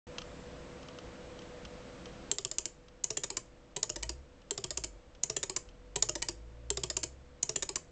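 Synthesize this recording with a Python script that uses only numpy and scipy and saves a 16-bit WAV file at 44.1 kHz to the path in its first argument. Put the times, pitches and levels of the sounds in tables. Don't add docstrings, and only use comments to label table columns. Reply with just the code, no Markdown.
import sys
import numpy as np
from scipy import signal
from scipy.fft import rfft, irfft
from scipy.io import wavfile

SR = 44100
rng = np.random.default_rng(int(sys.argv[2]) if len(sys.argv) > 2 else 0)


def transcribe(signal):
    frames = np.atleast_2d(signal).T
    limited = np.clip(frames, -1, 1)
    pcm = np.round(limited * 32767).astype(np.int16)
    wavfile.write(sys.argv[1], SR, pcm)


N = 348831
SIZE = 8192
HZ = np.fft.rfftfreq(SIZE, 1 / SR)


def amp(db):
    return 10 ** (np.asarray(db) / 20)


def unit_rms(x):
    return x / np.sqrt(np.mean(x ** 2) + 1e-20)


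def read(points, hz):
    f, value = np.transpose(points)
    return np.interp(np.log(hz + 1), np.log(f + 1), value)


def add(mix, s, sound):
    part = mix[round(s * SR):][:len(sound)]
    part += sound[:len(part)]


def ramp(start, length):
    return np.clip((np.arange(N) / SR - start) / length, 0, 1)


def drift(hz):
    smoothing = np.exp(-(np.fft.rfftfreq(N, 1 / SR) / hz) ** 2)
    return unit_rms(irfft(rfft(rng.standard_normal(N)) * smoothing, N))


def tone(hz):
    return np.sqrt(2) * np.sin(2 * np.pi * np.cumsum(hz) / SR)


def causal(gain):
    log_gain = np.log(np.r_[gain, gain[-2:0:-1]] + 1e-5)
    return np.exp(np.conj(signal.hilbert(log_gain)))[:len(gain)]


def body(modes):
    f = HZ + 1
    power = sum(amp(db) ** 2 / (1 + ((f * f - hz * hz) / (f * width)) ** 2) for hz, width, db in modes)
    return np.sqrt(1e-4 + power)


# (pitch [Hz], level against the hiss [dB], pitch waver [Hz])
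HUM_TONES = [(60, -15, 2), (266.6, -15.5, 2.2), (332.5, -15.5, 2.48), (493, -8.5, 1.02), (592, -19.5, 7),
             (7300, -34, 38), (7830, -34, 12), (8225, -38.5, 12)]
def hum(waver_db=1.5):
    return sum(amp(db + waver_db * drift(3.9)) * tone(hz + waver * drift(10))
               for hz, db, waver in HUM_TONES)


# (frequency [Hz], relative density [dB])
HISS_COLOUR = [(8, -9.5), (20, -2.5), (59, -1), (85, -8.5), (133, -7), (200, -6), (264, -12), (333, -10.5),
               (398, -14), (488, -8), (600, -10), (760, -16.5), (1390, -19.5), (3000, -25), (5000, -29.5),
               (7300, -31.5), (8100, -41.5), (9000, -62.5), (11700, -91.5)]
def background(bed_db=-48, hiss_db=-1, hiss_sink_db=-10.5, hum_sink_db=-9.5,
               rumble_hz=52, rumble_db=-54):
    f = np.fft.rfftfreq(N, 1 / SR)
    noise = unit_rms(irfft(rfft(rng.standard_normal(N)) * amp(read(HISS_COLOUR, f)), N))
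    rumble = irfft(rfft(noise) / (1 + (f / rumble_hz) ** 10), N)
    sunk = ramp(BURSTS[0][0], length=.055)
    hiss = amp(hiss_db + hiss_sink_db * sunk) * (noise - rumble)
    bed = hiss + amp(hum_sink_db * sunk) * hum()
    return ramp(start=.068, length=.0026) * (amp(bed_db) * bed + amp(rumble_db) * rumble)


def chatter(grain, rise, fall, linger_db, linger, even_hz=330, impact=0):
    t = np.arange(SIZE) / SR
    decay = np.exp(-t / fall) + amp(linger_db) * np.exp(-t / linger)
    bounces = grain * (1 - np.exp(-t / rise)) * decay
    blow = rfft(bounces / np.linalg.norm(bounces)) + impact * np.exp(-2j * np.pi * HZ * rise)
    window = np.exp(-.5 * (np.r_[-HZ[200:0:-1], HZ[:201]] / even_hz) ** 2)
    power = np.convolve(abs(blow) ** 2, window / window.sum(), "same")
    return blow / causal(np.sqrt(power))


# (time [s], relative level [dB])
TICK_CUES = [(0.1827, -23), (0.217, -32), (0.8295, -40), (0.8845, -36), (0.986, -35), (1.39, -37),
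             (1.4188, -42), (1.6498, -33), (2.0563, -34), (2.8827, -43), (4.4163, -49.5), (5.1493, -44.5),
             (5.688, -43.5)]
# (frequency [Hz], width [Hz], level [dB])
TICK_MODES = [(1245, 160, 5.5), (2730, 200, 2.5), (3070, 260, 5.5), (4130, 690, -3.5), (5300, 500, -2.5),
              (6230, 740, -2)]
def ticks(level_db=20, dull_hz=6300):
    out = np.zeros(N)
    ring = causal(body(TICK_MODES) / np.sqrt(1 + (HZ / dull_hz) ** 10))
    for s, db in TICK_CUES:
        blow = chatter(rng.standard_normal(SIZE), rise=.00076, fall=.0025, linger_db=-13, linger=.0067)
        add(out, s, amp(db + level_db) * irfft(ring * blow))
    return out


# (frequency [Hz], time to fall 60 dB [s])
ROOM_T60 = [(200, 0.8), (1000, 0.21), (2400, 0.29), (3000, 0.11), (3700, 0.27), (7000, 0.22), (9000, 0.26)]
# (frequency [Hz], relative level [dB])
ROOM_COLOUR = [(130, 6), (400, -7.5), (1000, -2.5), (2300, -2.5), (3000, 3.5), (3700, -6.5), (5500, -2.5),
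               (7200, -0.5), (8500, -2.5)]
def room(x, wet_db=-16.5, predelay_s=.019, taps_per_s=6000, wall_s=.019, wall_db=-25, wall_fall_s=.008):
    t = np.arange(SR // 2) / SR
    taps = rng.standard_normal(len(t)) * (rng.random(len(t)) < taps_per_s / SR)
    hz, age, bands = signal.stft(unit_rms(taps) * (t > predelay_s), SR, nperseg=256)
    band_db = read(ROOM_COLOUR, hz)[:, None] - 60 * age / read(ROOM_T60, hz)[:, None]
    tail = signal.istft(bands * amp(band_db), SR, nperseg=256)[1][:len(t)]
    cluster = rng.standard_normal(len(t)) * (t > wall_s) * np.exp(-abs(t - wall_s) / wall_fall_s)
    echo = amp(wet_db) * tail / np.linalg.norm(tail) + amp(wall_db) * cluster / np.linalg.norm(cluster)
    return signal.fftconvolve(x, echo)[:N]


def whistle(start_s=.24, length_s=.225, fade_s=.02, hz=7250, waver_hz=35, level_db=-73, flicker_db=2):
    held = ramp(start_s, fade_s) - ramp(start_s + length_s - fade_s, fade_s)
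    return held * amp(level_db + flicker_db * drift(15)) * tone(hz + waver_hz * drift(60))


# (start [s], level trim [dB], lag of the last step [s])
BURSTS = [(2.3143, 2, 0.0055), (3.0416, -0.9, 0), (3.7664, -3.5, 0.0029), (4.5083, -2.5, 0.00064),
          (5.2356, 0, 0.00013), (5.961, 0, 0.0012), (6.7029, 0, 0), (7.4299, 0.3, 0)]
# (snap time in the burst [s], snap [dB], drop-out lead [s], drop-out [dB], board knock [dB])
SEQUENCE = [(0, .9, .0007, -18, 1.5), (.0696, -0.1, .002, -8, 2.1), (.1339, -1.3, .0029, -3.5, 3),
            (.1974, -3, 0.00035, -0.5, 2.5), (.2659, -0.5, .0024, -4, 2.5), (.3354, -2, .0071, -1, 4),
            (0, -1.5, .0036, -10, 2.5), (.0639, -1, 0.0026, -5.5, 0.8), (.131, -0.7, .0026, -1.5, 2),
            (.2003, -4, .007, -1, 0), (.2613, .2, .0017, -7.5, 0.4), (.328, -1.5, .0021, -9, 1.9),
            (0, -0.5, .0036, -1.5, 1.5), (.0638, 1.5, .0024, -11, 4.5), (.133, 2, .0062, -1.9, 0),
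            (.1957, -3, .0043, -.5, 3.5), (.2634, 1.3, .0055, -3.5, 2.5), (.3244, -0.6, .002, -3, 3)]
def steps(per_burst=6, opening_knock_db=-8.5):
    for burst, (start, db, lag) in enumerate(BURSTS):
        for step in range(per_burst):
            place = (burst * per_burst + step) % len(SEQUENCE)
            offset, snap_db, lead, drop_db, knock_db = SEQUENCE[place]
            s = start + offset + lag * (step / (per_burst - 1)) ** 2
            if burst == 0:
                yield place, s, amp(db + snap_db), 0, 0, amp(db + knock_db + opening_knock_db)
            else:
                yield place, s, amp(db + snap_db), lead, amp(db + drop_db), amp(db + knock_db)


def broadened(modes, widen=.0033):
    return [(hz, width + widen * hz, db - 10 * np.log10(1 + widen * hz / width))
            for hz, width, db in modes]


# (frequency [Hz], width [Hz], level [dB])
RELAY_MODES = [
    [(131, 32, -0.5), (383.5, 18, 7.5), (402, 27.6, 17), (930, 44, 1.5), (1900, 600, -8), (3280, 420, 3),
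     (4100, 250, 3), (5240, 70, 3.5), (6400, 310, 7), (7520, 140, 13.5), (7470, 130, 14.5), (8570, 180, 10)],
    [(125, 18, 6.5), (394, 24, 12.5), (430, 20, 9.5), (676, 36, 4), (770, 27, 0), (1180, 87, 1),
     (2093, 160, -5.5), (3630, 210, 4), (5100, 1000, 0), (6900, 150, 4), (7290, 183, 5.5), (8590, 178, -6)],
    [(133.4, 42, 6), (385, 41, 8.5), (655, 23, -0.5), (937, 54, -3.5), (1150, 35, 0), (2970, 560, -2.5),
     (3260, 123, 2.5), (4230, 91, -3), (4540, 84, 1.5), (5370, 660, 0), (6200, 214, -1.5), (7240, 750, 6)],
    [(119, 64, -5.5), (358, 48, 1.5), (611, 39, 7), (950, 73, -6.5), (1200, 30, -6.5), (1870, 300, -6.5),
     (2900, 342, -19.5), (3640, 130, -2.5), (4490, 347, -2.5), (5100, 130, 5.5), (6920, 320, 5.5),
     (7240, 240, 8.5)],
    [(118, 41, -1.5), (378.3, 35, 9), (630, 30, 0.5), (940, 16, 5.5), (1150, 110, -2.5), (2950, 680, -2.5),
     (4700, 296, -2), (5400, 163, 0), (6220, 740, 6.5), (7110, 210, 14), (7200, 117, 6.5), (8400, 280, 3.5)],
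    [(115.2, 71, -4), (359.4, 41, 6.5), (480, 30, -5), (637, 20, 1), (935, 92, -9), (1650, 190, -11.5),
     (2273, 490, -8), (2870, 420, -6), (4400, 170, 0), (5140, 240, 2.5), (6340, 398, 2), (7110, 680, 6)],
    [(139, 51, -1.5), (407, 72, -3), (704, 24, 0), (956, 27, -2), (2120, 280, -9.5), (2880, 370, -5.5),
     (4100, 170, -1.5), (5330, 78, 2), (5460, 72, 3.5), (6200, 150, 12.5), (6640, 180, 16),
     (7030, 460, 13.5)],
    [(128.3, 23, 8), (368, 25, 7.5), (435, 21, 10.5), (642, 25, 7), (935, 130, -7.5), (1184, 52, -4),
     (1910, 270, -10), (2813, 680, -9), (3840, 280, -5.5), (5450, 150, 4), (5710, 360, 5.5),
     (6800, 540, 6.5)],
    [(137, 21, 8.5), (400, 60, 8.5), (636, 220, -2.5), (1863, 260, -3), (2780, 414, -3), (3266, 95, 3),
     (4130, 220, -3.5), (5540, 640, -8), (6130, 87, 6.5), (6655, 110, 2.5), (7180, 135, 15.5),
     (8550, 290, 3.5)],
    [(134, 27, 3.5), (383.5, 30, 10), (545, 42, 4), (940, 46, -1), (1186, 96, -4.5), (1870, 410, -3.5),
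     (2260, 110, -4.5), (3687, 270, -0.5), (5054, 430, -8), (5980, 77, 1), (6220, 73, 1), (6960, 630, 9)],
    [(119, 33, -3.5), (385.5, 29, 12), (850, 27, 1), (947, 33, 1), (1120, 31, 3.5), (2357, 280, -7),
     (3770, 117, -4.5), (4300, 400, 0), (5100, 150, 3), (6800, 230, 2), (7500, 230, 5.5), (8600, 166, 5)],
    [(122, 39, -1.5), (361.3, 57, 3.5), (612, 30, -1), (1070, 94, 2), (1840, 500, -6), (2320, 70, 1.5),
     (2900, 200, -3.5), (5000, 630, 4), (6130, 360, 7), (6540, 130, 1), (7130, 210, 15), (7500, 1048, 6)],
    [(141, 32, 7), (414, 22, 16.5), (423, 19, 11.5), (580, 30, 1.5), (738, 29, 4.5), (965, 34, 8.5),
     (1828, 390, -8.5), (2960, 410, -0.5), (3980, 512, -2.5), (5330, 200, -4), (6385, 430, 4.5),
     (7430, 616, 7)],
    [(116.3, 11, 7), (422, 28, 6.5), (637, 38, 3.5), (886, 31, 3.5), (1160, 190, -4.5), (1930, 120, -1),
     (3740, 220, 6.5), (4230, 150, 8), (5209, 850, 6.5), (6740, 170, 18.5), (6940, 153, 19),
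     (7050, 130, 18)],
    [(121, 40.5, 4.5), (357, 31, 10), (450, 30, 8), (607, 19, 10.5), (950, 59, -2.5), (1254, 39, 4.5),
     (2840, 180, 0), (4503, 140, -4.5), (5300, 200, 3.5), (5930, 210, 0), (6761, 270, 8.5),
     (7148, 133, 4.5)],
    [(122, 61, -4.5), (339.6, 48, 6.5), (518, 37, -4.5), (587, 32, 5), (928, 34, 1.5), (1850, 250, -5.5),
     (2882, 92, -12), (3628, 230, -5), (4090, 116, -5.5), (5130, 120, 2.5), (6115, 440, 1.5),
     (7350, 480, 0)],
    [(119, 32, 1), (362, 30, 3), (645, 17, 7), (920, 51, 5), (1930, 88, 1.5), (2314, 150, 0), (3005, 41, 4),
     (4570, 620, 0.5), (5761, 115, 1.5), (6360, 99, 6.5), (6747, 467, -1.5), (7600, 900, 2.5)],
    [(110, 84, -3.5), (350, 29, 10), (626, 30, 0.5), (940, 41, 1.5), (1140, 46, -3), (1820, 490, -12.5),
     (2860, 442, -5.5), (4900, 420, 5.5), (5800, 160, 1.5), (6705, 177, 4.5), (7240, 93, 11),
     (8100, 960, -3)],
]
# (frequency [Hz], level [dB])
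DROP_COLOUR = [(150, -21.5), (600, -8.5), (1500, 1.5), (3000, 1.5), (5000, 3.5), (7000, -3), (8500, 2)]
def relays(variation=.29, crossover_hz=1800, bend_s=.003207, own_share=.68):
    habits = rng.standard_normal((len(RELAY_MODES), 3, SIZE))
    gains = [body(broadened(modes)) for modes in RELAY_MODES]
    bank = np.sqrt(np.mean(np.square(gains), 0))
    voices = [(causal(own), causal(own ** own_share * bank ** (1 - own_share))) for own in gains]
    lows = 1 / (1 + (HZ / crossover_hz) ** 4)
    board = causal(np.sqrt(lows)) * np.exp(-4j * np.pi * bend_s * np.sqrt(400 * HZ))
    case = causal(np.sqrt(1 - lows))
    soft = causal(amp(read(DROP_COLOUR, HZ)))
    out = np.zeros((2, N))
    for place, s, snap_gain, lead, drop_gain, knock_gain in steps():
        grain = habits[place] + variation * rng.standard_normal((3, SIZE))
        snap = chatter(grain[0], rise=.0003926, fall=.001, linger_db=-14, linger=.0062, impact=.74)
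        drop = chatter(grain[1], rise=.00052, fall=.0053, linger_db=-22, linger=.0099)
        knock = chatter(grain[2], rise=.00079, fall=.0061, linger_db=-30.5, linger=.016, even_hz=45.6)
        for path, voice in zip(out, voices[place]):
            add(path, s, snap_gain * irfft(voice * case * snap))
            add(path, s - lead, drop_gain * irfft(voice * soft * drop))
            add(path, s - lead * .8, knock_gain * irfft(voice * board * knock))
    return out


# (frequency [Hz], width [Hz], relative level [dB])
SPRING_MODES = [(2890, 15, -6), (3010, 14, -6), (3130, 14, -8.5)]
def springs():
    out, t = np.zeros(N), np.arange(SIZE) / SR
    for _, s, snap_gain, *_ in steps():
        for (hz, width, db), turn in zip(SPRING_MODES, rng.random(len(SPRING_MODES))):
            height = 2 * np.pi * width / SR * snap_gain * amp(db)
            add(out, s, height * np.exp(-np.pi * width * t) * np.sin(2 * np.pi * (hz * t + turn)))
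    return out


# (time [s], firing rate [Hz])
REVS = [(3.5, 30), (3.88, 40), (4.25, 70.4), (4.5, 76.4), (4.699, 66), (5.07, 36.4), (5.35, 36.3),
        (6.9, 62), (7.9, 80)]
# (frequency [Hz], level [dB])
ROOM_BOOM = [(30, -88), (36, -68), (41, -56), (48, -53), (59, -46), (67, -55), (72, -65), (80, -67),
             (104, -61.5), (124, -57.5), (140, -66.5), (160, -74)]
def engine(unsteady=.012, second_db=1, throttle_db=3.5, blip_hz_per_s=70, coast_db=-10, uneven_db=1.5):
    times, rates = np.transpose(REVS)
    hz = np.interp(np.arange(N) / SR, times, rates)
    firing_hz = hz * (1 + unsteady * drift(8.5))
    push = np.gradient(hz) * SR / blip_hz_per_s
    throttle, coast = np.clip(push, 0, 1), np.clip(-push, 0, 1)
    first_gain = amp(read(ROOM_BOOM, hz) + throttle_db * throttle + uneven_db * drift(7.2))
    second_gain = amp(read(ROOM_BOOM, 2 * hz) + second_db + coast_db * coast + uneven_db * drift(6.6))
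    fade_in = ramp(times[0], times[1] - times[0]) ** 4
    return fade_in * (first_gain * tone(firing_hz) + second_gain * tone(2 * firing_hz))


def scene(top_hz=7900, engine_db=-2):
    clicks = relays() + springs() + ticks()
    direct, send = signal.sosfilt(signal.butter(14, top_hz, fs=SR, output="sos"), clicks)
    return (direct + room(send) + background() + whistle() + amp(engine_db) * engine())[None]


def record(dry, edge_hz=9200):
    lowpass = signal.firwin(255, edge_hz, window=("kaiser", 9), fs=SR)
    return signal.oaconvolve(dry, lowpass[None], "same")


dry = scene()
out = record(dry)
transcribe(out)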